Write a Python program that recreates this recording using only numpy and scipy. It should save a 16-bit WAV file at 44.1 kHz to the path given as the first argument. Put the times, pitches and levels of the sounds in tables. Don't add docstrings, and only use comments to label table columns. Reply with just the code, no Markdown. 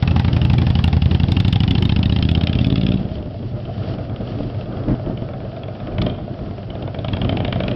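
import sys
import numpy as np
from scipy import signal
from scipy.fft import rfft, irfft
from scipy.io import wavfile
from scipy.ndimage import uniform_filter1d

SR = 44100
rng = np.random.default_rng(int(sys.argv[2]) if len(sys.argv) > 2 else 0)


def master(y):
    cut = np.clip(np.atleast_2d(y).T, -1, 1)
    pcm = np.round(cut * 32767)
    wavfile.write(sys.argv[1], SR, pcm.astype(np.int16))


N = 341775
T = np.arange(N) / SR
AROUND = np.arange(-600, 3000) / SR

# roar and hiss colours, both (frequency [Hz], relative level [dB]); the hiss also colours the pops
ROAD_COLOUR = [(150, 4.5), (250, -1.5), (380, -3.5), (500, -3.5), (650, -0.5), (800, -10.5), (950, -22),
               (1300, -14), (2000, -32)]
HISS_COLOUR = [(1000, -22.5), (1700, -2.5), (2430, -7), (2640, 0), (3320, -1.5), (3740, -6.5), (4750, -5),
               (5600, -14), (7280, -39), (12300, -120)]
# (time [s], roar [dB], hiss [dB])
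ROAD_LEVEL = [(0, -32, -45), (1.7, -42.5, -47), (2.8, -34, -49.5), (3.4, -44.5, -54), (3.83, -31, -49.5),
              (3.9, -32.5, -42.5), (3.98, -32, -51), (5, -30, -52), (6.4, -36.5, -54.5), (7.75, -35.5, -52)]
# (frequency [Hz], relative level [dB])
RUMBLE_COLOUR = [(20, -22.5), (35, 0.5), (65, -1), (120, -1), (220, -1.5), (350, -6.5), (600, -21.5),
                 (1200, -31)]
# (time [s], half length [s], level [dB])
GUSTS_AND_LOW_POPS = [(1.2, 2.8, -29), (3.12, 0.17, -38), (4.403, 0.16, -29), (4.775, 0.048, -28.5),
                      (4.915, 0.047, -21), (5.066, 0.071, -27), (5.182, 0.043, -27), (6.037, 0.11, -23.5),
                      (6.31, 0.011, -28), (6.437, 0.071, -30.5), (7.553, 0.72, -26.5)]
BREEZE_DB = -35

# (time [s], delay [s], echo level [dB], drone drive at full throttle [dB])
WALL = [(0, 0.013, -13, 1), (.6, 0.014, -6, 3), (1.2, .012, -16, -5), (2, 0.0095, -15.5, -5),
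        (2.9, 0.017, -0.5, -26), (3.4, .0098, -10.5, -7.5), (5.5, 0.0091, -9.5, -10),
        (7.75, 0.011, -19, -5)]
# (delay [s], level [dB])
ECHOES = [(0.0232, -13), (0.056, -25)]
STREET_T60_S, STREET_DB = 0.75, -9.5

# (time [s], distance [m])
DISTANCE = [(0, 2.95), (1.5, 2.82), (2.2, 4.75), (3, 9.4), (5, 11), (7.75, 48)]
NEAR_M = 3
# (time [s], opening [0-1])
THROTTLE = [(0, 0.91), (1.8, 0.94), (2.94, 0.91), (3.0, 0.37), (3.12, 0.42), (3.5, 0), (3.78, 0.35),
            (5.2, 0.25), (5.93, 0.47), (5.98, 0.82), (6.02, 1), (6.07, 0.96), (6.11, 0.55), (6.27, 0),
            (6.55, 0.38), (6.7, 0.53), (6.95, 0.72), (7.08, 1), (7.75, 1)]
# (time [s], four-stroke cycles per second [Hz])
SPEED = [(0.0, 11.648), (0.56, 11.973), (1.04, 10.878), (2.22, 15.705), (2.95, 18.975), (3.29, 11.87),
         (3.75, 11.181), (3.96, 8.919), (5.2, 8.866), (5.93, 8.296), (6.02, 12.595), (6.14, 11.913),
         (6.38, 8.379), (6.88, 8.048), (7.1, 11.532), (7.25, 12.906), (7.75, 12.853)]
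START_TURN = .085
# (cycles per second [Hz], share of a cycle [0-1])
REAR_LAG = [(12, .412), (18, .402)]
# (time [s], front crack [dB], rear crack [dB], gas rush [dB])
AIM = [(0, -2.5, -3, 4), (1.1, 0.5, 0.5, -0.5), (1.85, 3, 2, -2), (2.45, 4, -2, -5.5),
       (2.9, 0.5, -3.5, -6.5), (4, 3, 2, 4.5), (7.75, 1.5, -3, 2)]
LIMP_THUMP_DB, LIMP_GAS_DB = -9, -7

# (time [s], push level [dB], spit level [dB])
POPS = [(4.406, -7.5, -39), (4.886, -10, -26.5), (4.941, -8.5, -44), (5.099, -8.5, -44), (5.223, -9.5, -36),
        (6.023, -14.5, -15.5)]
# (time [s], half length [s], level [dB])
HOWL = (4.4, 0.042, -29.5)
# (frequency [Hz], width per pass [Hz], gain per pass [dB])
HOWL_NOTES = [(283, 10, -3), (350, 12, -8), (410, 8.4, -7)]

# (level near by at full throttle [dB], loss on a shut throttle [dB], loss per doubling of distance [dB])
BODY_LAW = (-15, 25.4, 0.96)
BARK_LAW = (-32.5, 1.2, 0.21)
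CRACK_LAW = (-20, 30.6, 0.83)
GAS_LAW = (-20.5, 11, 0.16)
THUMP_LAW = (0.84, 9.9, 3.59)

# (frequency [Hz], relative level [dB])
BODY_COLOUR = [(420, -4.5), (620, 3), (900, -3), (1250, -9.5), (1750, -5.5), (2000, -18), (2250, -0.5),
               (2700, -20.5)]
# (frequency [Hz], level from the side [dB], level from behind [dB])
BARKS = [(337, -13, -11.5), (437, -23.5, -10.5), (615.6, -24.5, 1), (696, -20, -4.5), (788.6, -3, -14)]
BARK_SLIDE_PER_S = 0.94
# (frequency [Hz], relative level [dB])
CRACK_COLOUR = [(900, -27), (1400, -12), (1750, -7.5), (2050, -16.5), (2500, 0.5), (3000, 3.5), (3600, 1.5),
                (4400, -8), (5100, -5.5), (6000, -34)]
# (frequency [Hz], front pipe level [dB], rear pipe level [dB])
MOUTHS = [(1365, -9, -14.5), (1750, -12.5, -6.5), (2240, -6, -7), (2800, 1, -8.5), (3450, -3.5, -6.5)]
# (time [s], front pipe [Hz], rear pipe [Hz])
MAIN_RING = [(0, 2800, 2520), (.4, 2770, 2270), (.55, 2520, 3620), (1.1, 2810, 3095), (1.9, 3030, 3750),
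             (2.3, 3055, 3450), (2.8, 3430, 3410), (3.5, 3096, 3180), (7.3, 3160, 3310), (7.75, 2690, 3270)]
MAIN_RING_DB = 4
# (time [s], extra crack level [dB])
HARD_FIRINGS = [(.5, 4), (1.404, 2.5), (1.711, 7.5), (1.783, -2), (1.896, 4.5), (1.965, 4.5), (2.228, -1.5),
                (2.291, 1.5), (2.473, 4), (2.759, 3), (5.64, 6), (6.705, 7), (7.295, 2.5), (7.527, 2)]
# (frequency [Hz], relative level [dB])
GAS_SIDE = [(250, -26), (350, -26), (500, -3), (650, -6), (800, 5.5), (1050, -3.5), (1350, -8), (1800, -8),
            (3000, -13)]
GAS_BEHIND = [(200, -3.5), (350, -10.5), (500, 5), (680, 8.5), (820, -12), (1000, -8.5), (1400, -11),
              (1750, -21), (2100, -16.5), (2500, -16), (3200, -39.5)]

# (half width [s], suction share [0-1], suction half width [s], level [dB])
SLUGS = [(0.0016, 0.31, 0.0058, -8.5), (0.0014, 0.25, 0.0069, -2.5)]
# (frequency [Hz], width [Hz], gain [dB])
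FRONT_PIPE = [(80.1, 17, 11.5), (192.6, 121, 7.5), (358, 7.5, 15)]
REAR_PIPE = [(111.7, 21.3, 6.5), (186, 18, -18.5), (254, 6.6, -11.5)]
PIPE_BEHIND = [(68, 65, -5), (99.2, 11, 7), (188.6, 21, 0.5), (268.7, 12, 3.5)]
# (frequency [Hz], width per pass [Hz], gain per pass [dB])
DRONE_SIDE = [(128.7, 39, 0.46)]
DRONE_BEHIND = [(121.5, 27, 6.3)]
DRONE_LATE_S = 0.0038

OVERLOAD_LEVEL, CLIP_LEVEL, BAND_HZ, TOP_HZ = .76, .69, 5650, 15500


def undb(db):
    return 10 ** (np.asarray(db) / 20)


def read(table, times):
    s, *columns = np.transpose(table)
    return [np.interp(times, s, c) for c in columns]


def unit(x):
    return x / np.sqrt(np.mean(x ** 2))


def lowpass(x, order, hz):
    return signal.sosfilt(signal.butter(order, hz, fs=SR, output="sos"), x)


def noise(colour):
    hz, db = np.transpose(colour)
    f = np.maximum(np.fft.rfftfreq(N, 1 / SR), 1)
    skirts = np.minimum(f / hz[0], 1) ** 2 * np.minimum(hz[-1] / f, 1) ** 2
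    gain = skirts * undb(np.interp(np.log(f), np.log(hz), db))
    return unit(irfft(rfft(rng.standard_normal(N)) * gain, N))


def walk(rate):
    hold = int(SR / rate)
    steps = np.repeat(rng.standard_normal(N // hold + 1), hold)
    return unit(uniform_filter1d(uniform_filter1d(steps, hold), hold)[:N])


def resonate(x, modes):
    return sum(undb(db) * signal.lfilter(*signal.iirpeak(hz, hz / width, fs=SR), x) for hz, width, db in modes)


def place(times, shapes):
    index = np.round((times[:, None] + AROUND) * SR).astype(int)
    inside = (index >= 0) & (index < N)
    return np.bincount(index[inside], shapes[inside], N)


def road():
    roar_db, hiss_db = read(ROAD_LEVEL, T)
    roar = noise(ROAD_COLOUR) * undb(roar_db + 2.5 * walk(24))
    return roar + noise(HISS_COLOUR) * undb(hiss_db + 1.7 * walk(25))


def wind_and_low_pops():
    swells = sum(undb(db) * np.exp(-((T - s) / half_s) ** 2) for s, half_s, db in GUSTS_AND_LOW_POPS)
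    lumps = undb(5.96 * np.tanh(walk(35)))
    return noise(RUMBLE_COLOUR) * np.hypot(undb(BREEZE_DB), swells) * lumps


def street(x):
    age = T[:SR]
    tail = rng.standard_normal(SR) * undb(-60 * age / STREET_T60_S) * np.minimum(age / 0.0046, 1)
    tail = lowpass(tail / np.linalg.norm(tail), 1, 2500)
    tail_feed_db = np.interp(T, [2.7, 3.5], [-12, 3])
    dull = lowpass(x, 1, 900)
    echoes = sum(undb(db) * np.interp(T - delay, T, dull, left=0) for delay, db in ECHOES)
    wall_s, wall_db, _ = read(WALL, T)
    echoes = echoes + undb(wall_db) * np.interp(T - wall_s, T, dull, left=0)
    diffuse = signal.fftconvolve(x * undb(tail_feed_db), tail)[:N]
    return x + echoes + undb(STREET_DB) * diffuse


def facing(side, back):
    behind = np.interp(T, [1.7, 3.1], [0, 1])
    return (1 - behind) * side + behind * back


def remote():
    return np.interp(read(DISTANCE, T)[0], [9.5, 13.5], [0, 1])


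def closed(times):
    return 1 - np.clip(read(THROTTLE, times)[0], 0, 1)


def strength_db(times, law):
    near_db, shut_db, doubling_db = law
    return near_db - shut_db * closed(times) - doubling_db * np.log2(read(DISTANCE, times)[0] / NEAR_M)


def firings():
    speed = read(SPEED, T)[0]
    turns = START_TURN + np.cumsum(speed) / SR
    cycle, rear = np.divmod(np.arange(1, 2 * int(turns[-1]) + 2), 2)
    lag = read(REAR_LAG, np.interp(cycle, turns, speed))[0]
    times = np.interp(cycle + lag * rear, turns, T, right=np.inf)
    sounding = np.isfinite(times)
    return np.round(times[sounding] * SR) / SR, rear[sounding]


def slug(width_s, suction, suction_s):
    return np.exp(-(AROUND / width_s) ** 2) - suction * np.exp(-(AROUND / suction_s) ** 2)


def burst(lead_s, rise_s, decay_s, tail_db, tail_s):
    age = np.maximum(AROUND + lead_s, 0)
    opening = 1 - np.exp(-(age / rise_s) ** 2)
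    return opening * (np.exp(-age / decay_s) + undb(tail_db) * np.exp(-age / tail_s))


def crackle(depth_db):
    return unit(undb(depth_db * walk(1400)))


def pops():
    times, push_db, spit_db = np.transpose(POPS)
    times = np.round(times * SR) / SR
    suck = np.roll(slug(0.00043, 0.32, 0.0019), int(0.0026 * SR))
    shape = slug(0.00076, 0.11, 0.0028) - 0.64 * suck
    spit = burst(lead_s=0.0026, rise_s=0.00092, decay_s=0.0011, tail_db=-22.0, tail_s=0.0037)
    pushes = place(times, undb(push_db)[:, None] * shape)
    return pushes + noise(HISS_COLOUR) * place(times, undb(spit_db)[:, None] * spit)


def howl():
    s, half_s, db = HOWL
    notes = unit(resonate(resonate(rng.standard_normal(N), HOWL_NOTES), HOWL_NOTES))
    return notes * undb(db) * np.exp(-((T - s) / half_s) ** 2)


def body(times, rear):
    size = undb(strength_db(times, BODY_LAW) - 7.5 * rear + 1.7 * rng.standard_normal(len(times)))
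    envelope = burst(lead_s=0.0016, rise_s=0.00091, decay_s=.0024, tail_db=-18, tail_s=0.01)
    return remote() * noise(BODY_COLOUR) * place(times, size[:, None] * envelope)


def barks(times, rear):
    chance = rng.standard_normal((len(times), len(BARKS), 3))
    shut = closed(times)
    size = undb(strength_db(times, BARK_LAW) + LIMP_GAS_DB * shut * (1 - rear))[:, None]
    envelope = burst(lead_s=0.0029, rise_s=0.0022, decay_s=0.02, tail_db=-20.5, tail_s=0.0067)
    clock = AROUND + BARK_SLIDE_PER_S * shut[:, None] * AROUND ** 2 / 2
    out = 0
    for k, (hz, side_db, behind_db) in enumerate(BARKS):
        detune, phase, strength = chance[:, k].T[:, :, None]
        ring = np.sin(2 * np.pi * (hz * np.exp(0.037 * detune) * clock + phase))
        rings = place(times, size * undb(3.0 * strength) * envelope * ring)
        out = out + facing(undb(side_db), undb(behind_db)) * rings
    return out


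def cracks(times, rear):
    chance = rng.standard_normal((len(times), len(MOUTHS) + 2, 3))
    shut, far = closed(times), remote()
    front_db, rear_db, _ = read(AIM, times)
    aim_db = np.where(rear, rear_db, front_db)
    hard_db = sum(db * (abs(times - s) < .012) for s, db in HARD_FIRINGS)
    scatter_db = (1.74 + 0.8 * shut) * chance[:, -1, 0]
    size = undb(strength_db(times, CRACK_LAW) + aim_db + hard_db + scatter_db)[:, None]

    front_hz, rear_hz = read(MAIN_RING, times)
    modes = [(hz, np.where(rear, rear_ring_db, front_ring_db)) for hz, front_ring_db, rear_ring_db in MOUTHS]
    modes.append((np.where(rear, rear_hz, front_hz), MAIN_RING_DB + 3 * shut))
    ring = 0
    for k, (hz, db) in enumerate(modes):
        detune, phase, strength = chance[:, k].T
        pitch = hz * np.exp(.045 * detune)
        wave = np.sin(2 * np.pi * (pitch[:, None] * AROUND + phase[:, None]))
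        ring = ring + undb(db + 2.3 * strength)[:, None] * wave
    ring = ring * burst(lead_s=.0026, rise_s=.0014, decay_s=.0023, tail_db=-19, tail_s=.0065)
    rings = undb(1 - 1.0 * far) * place(times, size * ring)

    across = (AROUND + .0007) / (.00012 * np.exp(.25 * chance[:, -1, 1, None]))
    shock_gain = undb(-4 + 5.8 * far - 19 * closed(T))
    shock = shock_gain * place(times, size * across * np.exp(-across ** 2))

    jet = burst(lead_s=0.004, rise_s=0.0008, decay_s=0.0017, tail_db=-13, tail_s=0.0063)
    bright = noise(CRACK_COLOUR)
    dull = signal.sosfiltfilt(signal.butter(3, 4900, fs=SR, output="sos"), bright)
    rush = undb(1 - 1.9 * closed(T)) * (bright + far * (dull - bright)) * place(times, size * jet)
    return shock + (rings + rush) * crackle(depth_db=2.0)


def gas(times, rear):
    limp_db = LIMP_GAS_DB * closed(times) * (1 - rear)
    scatter_db = 1.7 * rng.standard_normal(len(times))
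    size = undb(strength_db(times, GAS_LAW) + read(AIM, times)[2] + limp_db + scatter_db)
    envelope = burst(lead_s=0.0026, rise_s=0.0018, decay_s=0.0045, tail_db=-19, tail_s=0.022)
    return facing(noise(GAS_SIDE), noise(GAS_BEHIND)) * place(times, size[:, None] * envelope)


def thumps(times, rear):
    chance = rng.standard_normal((len(times), 2))
    shut, shut_at_firing, far = closed(T), closed(times), remote()
    scatter_db = (.5 + 2.8 * shut_at_firing) * chance[:, 0]
    limp_db = LIMP_THUMP_DB * shut_at_firing * (1 - rear)
    width_s, suction, suction_s, pipe_db = np.array(SLUGS)[rear].T
    front_db = 6.3 * np.interp(times, T, far) * (1 - rear)
    size = undb(strength_db(times, THUMP_LAW) + pipe_db + front_db + limp_db + scatter_db)
    stretch = (12 / np.maximum(read(SPEED, times)[0], 12)) ** 0.6 * np.exp(0.03 * chance[:, 1])
    slugs = slug((width_s * stretch)[:, None], suction[:, None], (suction_s * stretch)[:, None])
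    shapes = size[:, None] * slugs
    front_pulses, rear_pulses = (place(times[rear == k], shapes[rear == k]) for k in range(2))
    pulses = front_pulses + rear_pulses

    side = pulses + resonate(front_pulses, FRONT_PIPE) + resonate(rear_pulses, REAR_PIPE)
    push = pulses * undb(5.5 - 14 * shut)
    back = push + resonate(pulses * undb(5.5 - 12.0 * shut - 6 * far), PIPE_BEHIND)
    back = back - 1.0 * far * lowpass(back, 1, 90)

    wall_s, _, drone_db = read(WALL, T)
    drive = pulses * undb(drone_db + 9.9 * shut)
    drone = facing(*(resonate(resonate(drive, note), note) for note in (DRONE_SIDE, DRONE_BEHIND)))
    return facing(side, back) + np.interp(T - wall_s - DRONE_LATE_S, T, drone)


def scene():
    times, rear = firings()
    bike = thumps(times, rear) + gas(times, rear) + barks(times, rear)
    bike = bike + body(times, rear) + cracks(times, rear) + howl()
    return (street(bike) + pops() + road() + wind_and_low_pops())[None]


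def record(dry):
    rounded = dry / (1 + (dry / OVERLOAD_LEVEL) ** 8) ** (1 / 8)
    narrow = signal.sosfilt(signal.ellip(8, .3, 70, BAND_HZ, fs=SR, output="sos"), rounded)
    narrow = signal.sosfilt(signal.butter(1, 12, "high", fs=SR, output="sos"), narrow)
    clipped = np.clip(narrow, -CLIP_LEVEL, CLIP_LEVEL)
    return signal.sosfilt(signal.ellip(8, .2, 70, TOP_HZ, fs=SR, output="sos"), clipped)


dry = scene()
out = record(dry)
master(out)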